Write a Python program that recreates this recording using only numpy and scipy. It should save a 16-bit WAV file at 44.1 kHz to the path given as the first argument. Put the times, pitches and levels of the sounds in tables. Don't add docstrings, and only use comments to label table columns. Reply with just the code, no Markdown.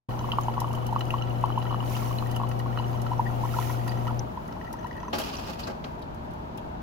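import sys
import numpy as np
from scipy import signal
from scipy.fft import rfft, irfft
from scipy.io import wavfile

SR = 44100
rng = np.random.default_rng(int(sys.argv[2]) if len(sys.argv) > 2 else 0)


def store_pcm(level_fs):
    pcm = np.round(np.clip(level_fs, -1, 1) * 32767).astype(np.int16)
    wavfile.write(sys.argv[1], SR, np.atleast_2d(pcm).T)


N = 300762
TIME, FREQ = np.arange(N) / SR, np.fft.rfftfreq(N, 1 / SR)
MAINS_HZ, SHAFT_HZ = 60, 28.82
START_S, PUMP_STOP_S = 0.086, 4.2
COVERED_S = 2.12

# time in seconds, gain in dB.
STREAM_GAIN = [(0.1, -3.5), (1.0, 0), (1.7, 1.5), (2.2, -2.5), (2.8, -4), (3.4, -1.5), (4.15, -4),
               (4.35, -14), (4.55, -4.5), (5.1, -3)]
# frequency in Hz, relative level in dB, T60 in seconds,
# change as the liquid rises in dB per second.
MUG_MODES = [(998, -0.5, 0.032, 2), (1332, 3.5, 0.039, -0.3), (1887, 0, 0.024, 2), (2630, -5.5, 0.026, 0),
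             (2961, 3, 0.044, -3), (3320, -6, 0.025, -2.5), (4054, -1.5, .02, -2.5),
             (4764, -10.5, 0.038, -0.8), (5340, -12.5, 0.017, 2), (6100, -15.5, 0.029, 2.5)]
# pitch in Hz, bubbles per second, relative level in dB,
# change as the liquid rises in dB per second, left-right difference in dB.
BUBBLE_BANDS = [(950, 24, -36, -0.1, 2), (1280, 6.9, -41.5, 2.5, -4), (1864, 6, -46.5, 2, 9.5),
                (2962, 17, -40, -4.5, -0.5), (4200, 3, -54, -7, -9), (5850, 2, -51, -2, -10)]
# frequency in Hz, gain in dB.
TICK_SPECTRUM = [(1500, -12), (3000, 0), (6000, 8), (8500, -1), (11000, 8), (16000, 0.5)]
STREAM_END_S, LOWEST_MODE_HZ = STREAM_GAIN[-1][0], MUG_MODES[0][0]


def amp(db):
    return 10 ** (np.asarray(db) / 20)


def unit(x):
    return x / np.sqrt(np.mean(x ** 2) + 1e-20)


def read(points, hz):
    f, value = np.transpose(points)
    return np.interp(np.log(hz + 1), np.log(f + 1), value)


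def pan(db):
    return amp(np.array([np.atleast_1d(db), -np.atleast_1d(db)]) / 2)


def add(mix, s, sound):
    part = mix[:, max(round(s * SR), 0):][:, :sound.shape[1]]
    part += sound[:, :part.shape[1]]


def wander(hz):
    return unit(irfft(rfft(rng.standard_normal(N)) * np.exp(-(FREQ / hz) ** 2), N))


def shape(x, spectrum):
    return irfft(rfft(x) * amp(read(spectrum, FREQ)), N)


def colour(x, spectrum):
    return unit(shape(x, spectrum))


def envelope(start_s, hold_s, release_s, rise_s=0.0057):
    t = TIME - start_s
    return np.clip(t / rise_s, 0, 1) * np.exp(-np.maximum(t - rise_s - hold_s, 0) / release_s)


def burst(t, rise_s, decay_s):
    return np.exp(-t / decay_s) * (1 - np.exp(-t / rise_s))


def tone(hz, waver_rad, left_lead_rad=0):
    phase = 2 * np.pi * np.cumsum(hz * np.ones(N)) / SR + waver_rad * wander(7.3)
    return np.sqrt(2) * np.sin(phase + rng.uniform(0, 2 * np.pi) + np.array([[left_lead_rad], [0]]))


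def ring(modes, samples, uneven_db, rise_s):
    t = np.arange(samples) / SR
    hz, db, t60 = np.transpose(modes)[:, :, None]
    strength = amp(db + uneven_db * rng.standard_normal(hz.shape))
    phase = rng.uniform(0, 2 * np.pi, hz.shape) + rng.standard_normal((2, *hz.shape))
    waves = strength * np.exp(-np.log(1000) * t / t60) * np.sin(2 * np.pi * hz * t + phase)
    return waves.sum(axis=1) * (1 - np.exp(-t / rise_s))


def air():
    # frequency in Hz, interaural correlation before clipping.
    likeness = [(60, 0.2), (130, 1.14), (290, 0.63), (640, -0.54), (1410, -0.5), (3100, -0.32),
                (6820, -0.06), (15000, -1.8)]
    # frequency in Hz, left-right difference in dB.
    balance = [(60, 1), (110, 0.5), (200, 2), (380, -0.5), (700, 5), (1290, 1), (2380, 2), (4400, -7),
               (8120, -1.5), (15000, 22)]
    left, independent = rfft(rng.standard_normal((2, N)))
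    correlation = np.clip(read(likeness, FREQ), -.99, .99)
    right = correlation * left + np.sqrt(1 - correlation ** 2) * independent
    return irfft(np.array([left, right]) * pan(read(balance, FREQ)), N)


def droplets(per_s, spread_db):
    size = amp(spread_db * np.minimum(rng.exponential(1, N), 3)) * (rng.random(N) < per_s / SR)
    return unit(size * rng.standard_normal((2, N)))


def froth(per_s, spread_db, ring_s=0.002):
    out, t = np.zeros((2, N)), np.arange(SR // 100) / SR
    swell = t * np.exp(-t / ring_s)
    for when, pitch, size, side in rng.random((int(per_s * N / SR), 4)):
        ping = swell * np.sin(2 * np.pi * (1500 + 14000 * pitch ** 2) * t)
        gain = amp(spread_db * min(-np.log(1 - size), 3))
        add(out, when * N / SR, gain * np.outer([side, 1 - side], ping))
    return unit(out)


def echoes(x, t60s, delay_s):
    hz, t, bands = signal.stft(rng.standard_normal((2, SR // 2)), SR, nperseg=128)
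    tail = signal.istft(bands * amp(-60 * t / read(t60s, hz)[:, None]), SR, nperseg=128)[1]
    tail = np.pad(tail, ((0, 0), (round(delay_s * SR), 0)))
    return signal.fftconvolve(x, tail / np.linalg.norm(tail[0]), axes=1)[:, :N]


def fan(air_db=-37.5, tones_gain_db=-1):
    # tone frequency in Hz, relative level in dB.
    tones = [(59.2, -51), (145.3, -48), (177.6, -51.5), (226.1, -49)]
    # frequency in Hz, relative level of the flow noise in dB.
    air_spectrum = [(12, -37), (20, -8.5), (65, -0.5), (116, -2), (134, -14), (182, -4), (357, -5.5),
                    (642, -12.5), (759, -9), (949, -6.5), (1060, -14.5), (1530, -19), (2020, -27.5),
                    (2910, -30), (16000, -63)]
    # centre in Hz, width in Hz, gain in dB.
    duct = [(424, 200, -2.5), (629, 54, 8.5), (900, 560, 1.5)]
    duct_db = sum(db * np.exp(-((FREQ - hz) / width) ** 2) for hz, width, db in duct)
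    rush = colour(irfft(rfft(air()) * amp(duct_db), N), air_spectrum)
    drone = sum(amp(db) * tone(hz, waver_rad=0.64) for hz, db in tones)
    return amp(air_db) * rush + amp(tones_gain_db) * drone


def pump(drive_db=-32.5, soft_start_db=-4, settle_s=0.35, coast_s=0.054, slowing_per_s=0.13, rush_db=-39):
    # multiple, level in dB re the drive, left-right difference in dB.
    mains_lines = [(1, -42, 12), (8, -25, -10), (10, -32, -11), (12, -20, -7)]
    # multiple of the shaft rate, level in dB re the drive, left-right in dB.
    shaft_lines = [(2.934, -21.5, -8), (8.01, -13.5, -1), (11.87, -23.5, -18), (12.91, -26.5, 25),
                   (13.81, -30.5, -25), (17.85, -22, -16), (24.2, -43, -36), (27.33, -30.5, 15),
                   (26.84, -29.5, -27)]
    # frequency in Hz, relative level in dB.
    rush_spectrum = [(30, 2), (80, -6), (170, -2.5), (280, 1), (370, -10), (450, -8), (620, -1), (850, 1),
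                     (1200, -6.5), (1600, -21), (3000, -22.5), (8000, -48.5)]
    # time in seconds, left-right difference in dB.
    hum_side = [(0.1, 2), (1.2, 7.5), (4.2, 8)]
    stopped_s = np.maximum(TIME - PUMP_STOP_S, 0)
    speed = np.exp(-slowing_per_s * stopped_s)
    drive = amp(drive_db + soft_start_db * np.exp(-TIME / settle_s)) * np.exp(-stopped_s / coast_s)
    hum = amp(1.5) * tone(2 * MAINS_HZ * speed, waver_rad=0.074, left_lead_rad=1.03)
    hum *= pan(np.interp(TIME, *np.transpose(hum_side)))
    whine = sum(amp(db) * pan(side_db) * tone(multiple * hz * speed, waver_rad=0.2, left_lead_rad=-0.5)
                for hz, lines in ((MAINS_HZ, mains_lines), (SHAFT_HZ, shaft_lines))
                for multiple, db, side_db in lines)
    rush = colour(air(), rush_spectrum) * amp(rush_db + 0.74 * wander(17))
    return drive * (hum + whine) + rush * np.exp(-stopped_s / 0.089)


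def valve(shut_s=4.1935, gain_db=-35):
    # frequency in Hz, relative level in dB, T60 in seconds.
    modes = [(2000, -21, 0.018), (3400, -10, .015), (5140, 6, 0.011), (5770, 1, 0.014), (6070, 7, 0.022),
             (6400, -1, 0.01)]
    out = np.zeros((2, N))
    click = ring(modes, samples=900, uneven_db=0, rise_s=.0004)
    add(out, shut_s, amp(gain_db) * pan(-3.5) * click)
    return out


def steam(gain_db=5, throb_depth=0.03, fade_s=0.06, drift_db=-1.4):
    # frequency in Hz, relative level of the hiss in dB.
    spectrum = [(900, -26), (1800, -4.5), (2300, -2), (2900, -2), (3500, -6), (4600, -7.5), (6200, -5),
                (8500, -14.5), (11000, -6.5), (15500, -6.5)]
    # time of the crest in seconds, relative level in dB, rise and fall in seconds.
    crests = [(1.96, -49, 0.12, 0.23), (3.63, -50, 0.23, .26)]
    noise = rng.standard_normal((2, N)) + 0.53 * droplets(per_s=1300, spread_db=0.5)
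    hiss = colour(noise + .5 * froth(per_s=600, spread_db=1), spectrum)
    ripple = np.sin(2 * np.pi * 3 * SHAFT_HZ * TIME) + np.sin(2 * np.pi * 2 * MAINS_HZ * TIME)
    throb = 1 + throb_depth * ripple * (TIME < PUMP_STOP_S)
    running = amp(-61.5 - 0.5 * TIME) * np.clip((PUMP_STOP_S - TIME) / fade_s + 1, 0, 1)
    lingering = amp(-68 - 3 * np.maximum(TIME - PUMP_STOP_S, 0))
    swells = [amp(db) * np.exp(-((TIME - s) / np.where(TIME < s, rise_s, fall_s)) ** 2)
              for s, db, rise_s, fall_s in crests]
    strength = np.linalg.norm([running, lingering, *swells], axis=0)
    return amp(gain_db + drift_db * wander(6.3)) * strength * pan(-4.5) * hiss * throb


def knocks(gain_db=1):
    # start in seconds, relative level in dB.
    jolts = [(4.203, -42), (5.132, -33.5), (5.14, -36.5), (5.149, -33), (5.2, -36.5), (5.29, -42),
             (5.49, -39), (5.686, -36.5), (5.698, -38), (5.846, -45)]
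    # frequency in Hz, relative level in dB, T60 in seconds.
    spout_modes = [(223, -9, 0.11), (273, -8, 0.23), (368, -7, 0.24), (539, 1, 0.13), (629, -2, 0.12),
                   (774, -1.5, 0.05), (809, 0, 0.078), (840, -2, 0.093), (1130, -28, .06), (1590, -5, .05),
                   (2120, -4, 0.02)]
    out = np.zeros((2, N))
    for s, db in jolts:
        add(out, s, amp(db + gain_db) * ring(spout_modes, samples=11000, uneven_db=-2, rise_s=0.0014))
    return out


def purge(start_s=5.128, blow_db=-41.5, sag_db_per_s=-20, flutter_db=2):
    # frequency in Hz, relative level in dB.
    gurgle_spectrum = [(110, -37), (180, -18), (227, 1), (407, -8), (464, -6), (705, -2.5), (822, -9),
                       (1170, -4.5), (1570, -11), (1700, -15), (2500, -20), (3250, -46), (5500, -120)]
    spray_spectrum = [(1000, -38), (1700, -8), (1900, -4), (2290, -7), (2490, 4), (2990, 3.5), (3660, -3),
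                      (4740, 1), (7610, -13.5), (9000, -29), (11700, -50), (19800, -120)]
    fizz_spectrum = [(5000, -18.5), (8500, -7.5), (11000, 2.5), (16000, 1)]
    # start in seconds, spray level in dB, decay in seconds,
    # relative gains of gurgle and fizz in dB.
    surges = [(5.127, -40, .028, 11.5, -17), (5.181, -38.5, 0.029, 4, -1), (5.468, -46, .04, 9, -5),
              (5.59, -42.5, 0.054, 3, -8.5), (5.667, -44, 0.037, 12, -11), (5.838, -54.5, 0.038, 17, -6)]
    # start in seconds, level in dB, decay in seconds,
    # centre in Hz, width in octaves.
    spits = [(5.129, -30, 0.011, 2870, 0.4), (5.297, -34, 0.01, 2930, 0.59),
             (5.475, -39, 0.016, 3500, 0.71), (5.367, -27, 0.0032, 5700, 0.14),
             (5.631, -31.5, 0.0085, 4320, 0.17), (5.672, -36.5, 0.0064, 5000, 0.43),
             (5.84, -32.5, 0.0065, 3120, 0.51), (6.021, -45, 0.0078, 3900, .3),
             (6.578, -42.5, 0.0087, 2940, 0.26)]
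    pressure = amp(blow_db + sag_db_per_s * np.maximum(TIME - start_s, 0))
    blow = pressure * envelope(start_s, hold_s=0.37, release_s=0.11)
    pushes = [np.outer(amp([0, 5.5, -9.5]), blow)]
    for s, db, decay_s, gurgle_db, fizz_db in surges:
        surge = amp(db) * envelope(s, hold_s=0, release_s=decay_s)
        pushes.append(np.outer(amp([0, gurgle_db, fizz_db]), surge))
    spray, gurgle, fizz = np.linalg.norm(pushes, axis=0)
    wet = rng.standard_normal((2, N)) + 0.66 * droplets(per_s=1000, spread_db=2)
    wet += 0.28 * froth(per_s=700, spread_db=8)
    out = amp(-1) * gurgle * colour(air(), gurgle_spectrum)
    out += spray * colour(wet, spray_spectrum) * pan(-3.5)
    out += fizz * colour(wet, fizz_spectrum) * pan(-2)
    t, hz = np.arange(SR // 4) / SR, np.fft.rfftfreq(SR // 4, 1 / SR)
    for s, db, decay_s, centre_hz, octaves in spits:
        band = np.exp(-.5 * (np.log2((hz + 1) / centre_hz) / octaves) ** 2)
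        puff = unit(irfft(rfft(rng.standard_normal((2, len(t)))) * band, len(t)))
        add(out, s, amp(db) * puff * burst(t, rise_s=0.0024, decay_s=decay_s))
    return out * amp(flutter_db * wander(69))


def foam(gain_db=-2, spread_db=4, small_db_per_s=-1, count=60):
    # start in seconds, relative level in dB.
    large = [(.4095, -41.5), (0.6018, -32), (0.7293, -43), (0.751, -45), (0.8654, -39), (.992, -43.5),
             (1.1044, -44), (2.3127, -41), (2.361, -37.5), (2.489, -42.5), (2.591, -43), (3.017, -40),
             (3.877, -38.5), (4.478, -51), (4.728, -41), (4.868, -51), (6.0187, -55), (6.1449, -54),
             (6.3081, -56), (6.575, -46.5)]
    out, t = np.zeros((2, N)), np.arange(SR // 40) / SR
    tick = pan(-0.5) * burst(t, rise_s=0.00046, decay_s=0.0055)
    small = [(s, -60 + small_db_per_s * s + spread_db * size)
             for s, size in zip(rng.uniform(START_S, N / SR, count), rng.standard_normal(count))]
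    for s, db in large + small:
        add(out, s, amp(db + gain_db) * tick * rng.standard_normal((2, len(t))))
    return shape(out, TICK_SPECTRUM)


def flow():
    after_s = np.maximum(TIME - STREAM_END_S, 0)
    return amp(np.interp(TIME, *np.transpose(STREAM_GAIN))) * np.exp(-after_s / 0.014)


def mug(s, uneven_db=6):
    # time in seconds, tilt in dB per octave above the lowest mode.
    dulling = [(0.1, -3.5), (2.8, -1.5), (3.3, -2.5), (4.3, -1.5), (4.7, -1.5), (5.1, 0)]
    tilt = np.interp(s, *np.transpose(dulling))
    modes = [(hz, db + db_per_s * max(s - COVERED_S, 0) + tilt * np.log2(hz / LOWEST_MODE_HZ), t60)
             for hz, db, t60, db_per_s in MUG_MODES]
    return ring(modes, samples=1400, uneven_db=uneven_db, rise_s=0.0013)


def splash(ring_db=-53, spread_db=5.5, patter_db=-68, count=520):
    out = np.zeros((2, N))
    for s, size in zip(rng.uniform(START_S, STREAM_END_S, count), rng.standard_normal(count)):
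        add(out, s, amp(ring_db + spread_db * min(size, 2)) * mug(s))
    patter = amp(patter_db) * colour(droplets(per_s=150, spread_db=8.5), TICK_SPECTRUM)
    return flow() * (out + patter)


def splats(ring_gain_db=3, snap_gain_db=-1):
    # start in seconds, relative level in dB, left-right difference in dB.
    landings = [(0.3188, -34.5, -2), (0.5378, -43, -5), (1.0074, -34, 3), (1.1808, -45, -4),
                (1.6247, -42, 4), (1.707, -45, -8), (1.9652, -36, 0), (2.3137, -47.5, -4),
                (2.5136, -38.5, -2), (2.5984, -41.5, -1), (2.773, -41.5, -3), (3.064, -40.5, 0),
                (3.132, -46, -3), (3.626, -43, -6), (3.88, -38, 1), (3.918, -40, -2), (4.0692, -40.5, 1),
                (4.076, -41, -5), (4.524, -45, -1), (4.6452, -48, 4)]
    # frequency in Hz, gain in dB.
    snap_spectrum = [(700, -17), (1900, 2), (3000, 4), (4600, 3.5), (6500, -5.5), (8500, -15), (15000, -5)]
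    rings, snaps, t = np.zeros((2, N)), np.zeros((2, N)), np.arange(SR // 40) / SR
    snap = burst(t, rise_s=0.00084, decay_s=0.0057)
    for s, db, side_db in landings:
        add(rings, s, amp(db + ring_gain_db) * pan(side_db) * mug(s, uneven_db=4.5))
        add(snaps, s, amp(db + snap_gain_db) * pan(side_db) * snap * rng.standard_normal((2, len(t))))
    return rings + shape(snaps, snap_spectrum)


def plip(db, hz, peak_s, side_db, glide_hz=70, left_lag_s=0.0001):
    lag_s = np.array([[left_lag_s], [0]])
    age = np.maximum(np.arange(SR // 40) / SR - lag_s, 0) / peak_s
    cycles = np.cumsum(hz + glide_hz * (np.minimum(age, 3) - 1), axis=1) / SR - hz * lag_s
    swell = (age * np.exp(1 - age)) ** 2
    return amp(db) * pan(side_db) * swell * np.sin(2 * np.pi * cycles)


def bubbles(spread_db=3, detune_hz=55, scatter_db=4, after_stop_db=-1.5, candidates=160):
    out = np.zeros((2, N))
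    span_s = STREAM_END_S - START_S
    for hz, per_s, db, db_per_s, side_db in BUBBLE_BANDS:
        chances, deviations = rng.random((candidates, 2)), rng.standard_normal((candidates, 3))
        for (when, luck), (size, pitch, side) in zip(chances, deviations):
            if luck < per_s * span_s / candidates:
                s = START_S + when * span_s
                level_db = db + db_per_s * max(s - COVERED_S, 0) + spread_db * min(size, 2)
                level_db += after_stop_db * (s > PUMP_STOP_S)
                peak_s = .0022 * (1 + .1 * s)
                add(out, s, plip(level_db, hz + detune_hz * pitch, peak_s, side_db + scatter_db * side))
    return flow() * out


def drops(slap_db=-46.5, slap_share=0.29, slap_db_per_octave=3, typical_db=-25, scatter_db=2):
    # start in seconds, bubble level in dB, pitch in Hz, time to the peak in seconds.
    large_drops = [(.0905, -31.5, 970, .0018), (.1913, -39, 6000, 0.0013), (.2096, -30, 970, 0.0038),
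                   (0.2429, -23.5, 1000, .0016), (.2874, -26.5, 965, 0.0021), (0.3181, -18.5, 2960, 0.0013),
                   (0.3346, -21.5, 1020, 0.0014), (0.385, -11, 1000, 0.0015), (.4345, -39.5, 6600, .0013),
                   (0.4823, -16, 894, .0021), (.495, -27, 860, .0026), (.571, -26, 940, 0.0018),
                   (0.5781, -17.5, 970, .0021), (0.6167, -19.5, 930, .0025), (0.643, -20.5, 1026, 0.0018),
                   (0.7364, -27, 1090, 0.0014), (0.775, -26.5, 950, 0.0018), (.889, -27.5, 810, 0.0026),
                   (.9252, -20, 875, 0.0033), (0.961, -14, 1020, .0016), (1.0087, -31, 2904, .0029),
                   (1.1053, -22, 2750, 0.0014), (1.139, -17, 1010, 0.0027), (1.2212, -29, 2905, 0.0026),
                   (1.4383, -11, 955, 0.0021), (1.5023, -23, 1110, 0.00096), (1.5755, -15.5, 950, .0031),
                   (1.616, -36, 2920, 0.0036), (1.7076, -25.5, 1065, 0.0024), (1.7258, -22, 960, 0.0016),
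                   (1.744, -18.5, 1040, 0.0011), (1.8044, -30.5, 1060, 0.0017), (1.8259, -27, 950, 0.0021),
                   (1.9516, -31, 2830, 0.0018), (2.1095, -25, 1020, 0.0023), (2.1853, -30, 4090, 0.0012),
                   (2.2243, -23, 1040, 0.0013), (2.3632, -29, 2910, 0.0026), (2.3996, -22.5, 980, 0.0018),
                   (2.415, -20, 930, 0.0013), (2.4334, -21.5, 1005, 0.003), (2.6592, -28, 1030, 0.0028),
                   (2.7745, -22, 1180, 0.0009), (2.7867, -30.5, 2920, 0.0035), (2.7965, -24, 950, 0.0035),
                   (2.9409, -29, 960, .0045), (3.1147, -22, 940, 0.0046), (3.1307, -26.5, 955, 0.0036),
                   (3.1931, -14.5, 918, 0.0043), (3.2634, -31.5, 1840, 0.0042), (3.4342, -23, 970, 0.0045),
                   (3.452, -24.5, 950, 0.0027), (3.5387, -29, 1310, .0034), (3.5648, -28, 935, 0.0054),
                   (3.5861, -19, 950, 0.0033), (3.6954, -26, 960, 0.0039), (3.878, -35.5, 1900, 0.0027),
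                   (3.893, -35, 4700, 0.0022), (4.0674, -29, 920, 0.0043), (4.078, -30, 1286, 0.0057),
                   (4.108, -25.5, 916, 0.003), (4.3722, -25.5, 955, .0045), (4.565, -32, 960, .0025),
                   (4.612, -38, 1820, 0.0019), (4.737, -30.5, 928, 0.0048), (4.844, -27.5, 940, 0.0051),
                   (4.9103, -36.5, 1880, .002), (4.9783, -37, 1830, 0.0032), (5.0297, -29, 945, 0.0042),
                   (5.049, -38, 1260, 0.0037)]
    out = np.zeros((2, N))
    side_by_pitch = [(hz, side_db) for hz, *_, side_db in BUBBLE_BANDS]
    for s, db, hz, peak_s in large_drops:
        side_db = read(side_by_pitch, hz) + scatter_db * rng.standard_normal()
        add(out, s, plip(db, hz, peak_s, side_db))
        hit_db = slap_db + slap_share * (db - typical_db)
        hit_db += slap_db_per_octave * np.log2(hz / LOWEST_MODE_HZ)
        add(out, s, amp(hit_db) * mug(s))
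    return out


def scene(bay_db=-11, room_db=-18):
    # frequency in Hz, the room's reverberation time in seconds.
    room_t60 = [(150, 0.37), (1000, 0.12), (4000, 0.4), (15000, 0.047)]
    direct = drops() + splats() + bubbles() + splash() + foam() + purge() + knocks()
    bay = echoes(direct, t60s=[(500, 0.066), (10000, 0.053)], delay_s=.003)
    room = echoes(direct, room_t60, delay_s=.012)
    return direct + amp(bay_db) * bay + amp(room_db) * room + steam() + pump() + valve() + fan()


def record(dry):
    fade_in = np.clip((TIME - START_S) / .004, .001, 1)
    low_pass = signal.firwin(255, cutoff=15900, window=("kaiser", 9), fs=SR)
    return signal.oaconvolve(dry * fade_in, low_pass[None], "same")


dry = scene()
out = record(dry)
store_pcm(out)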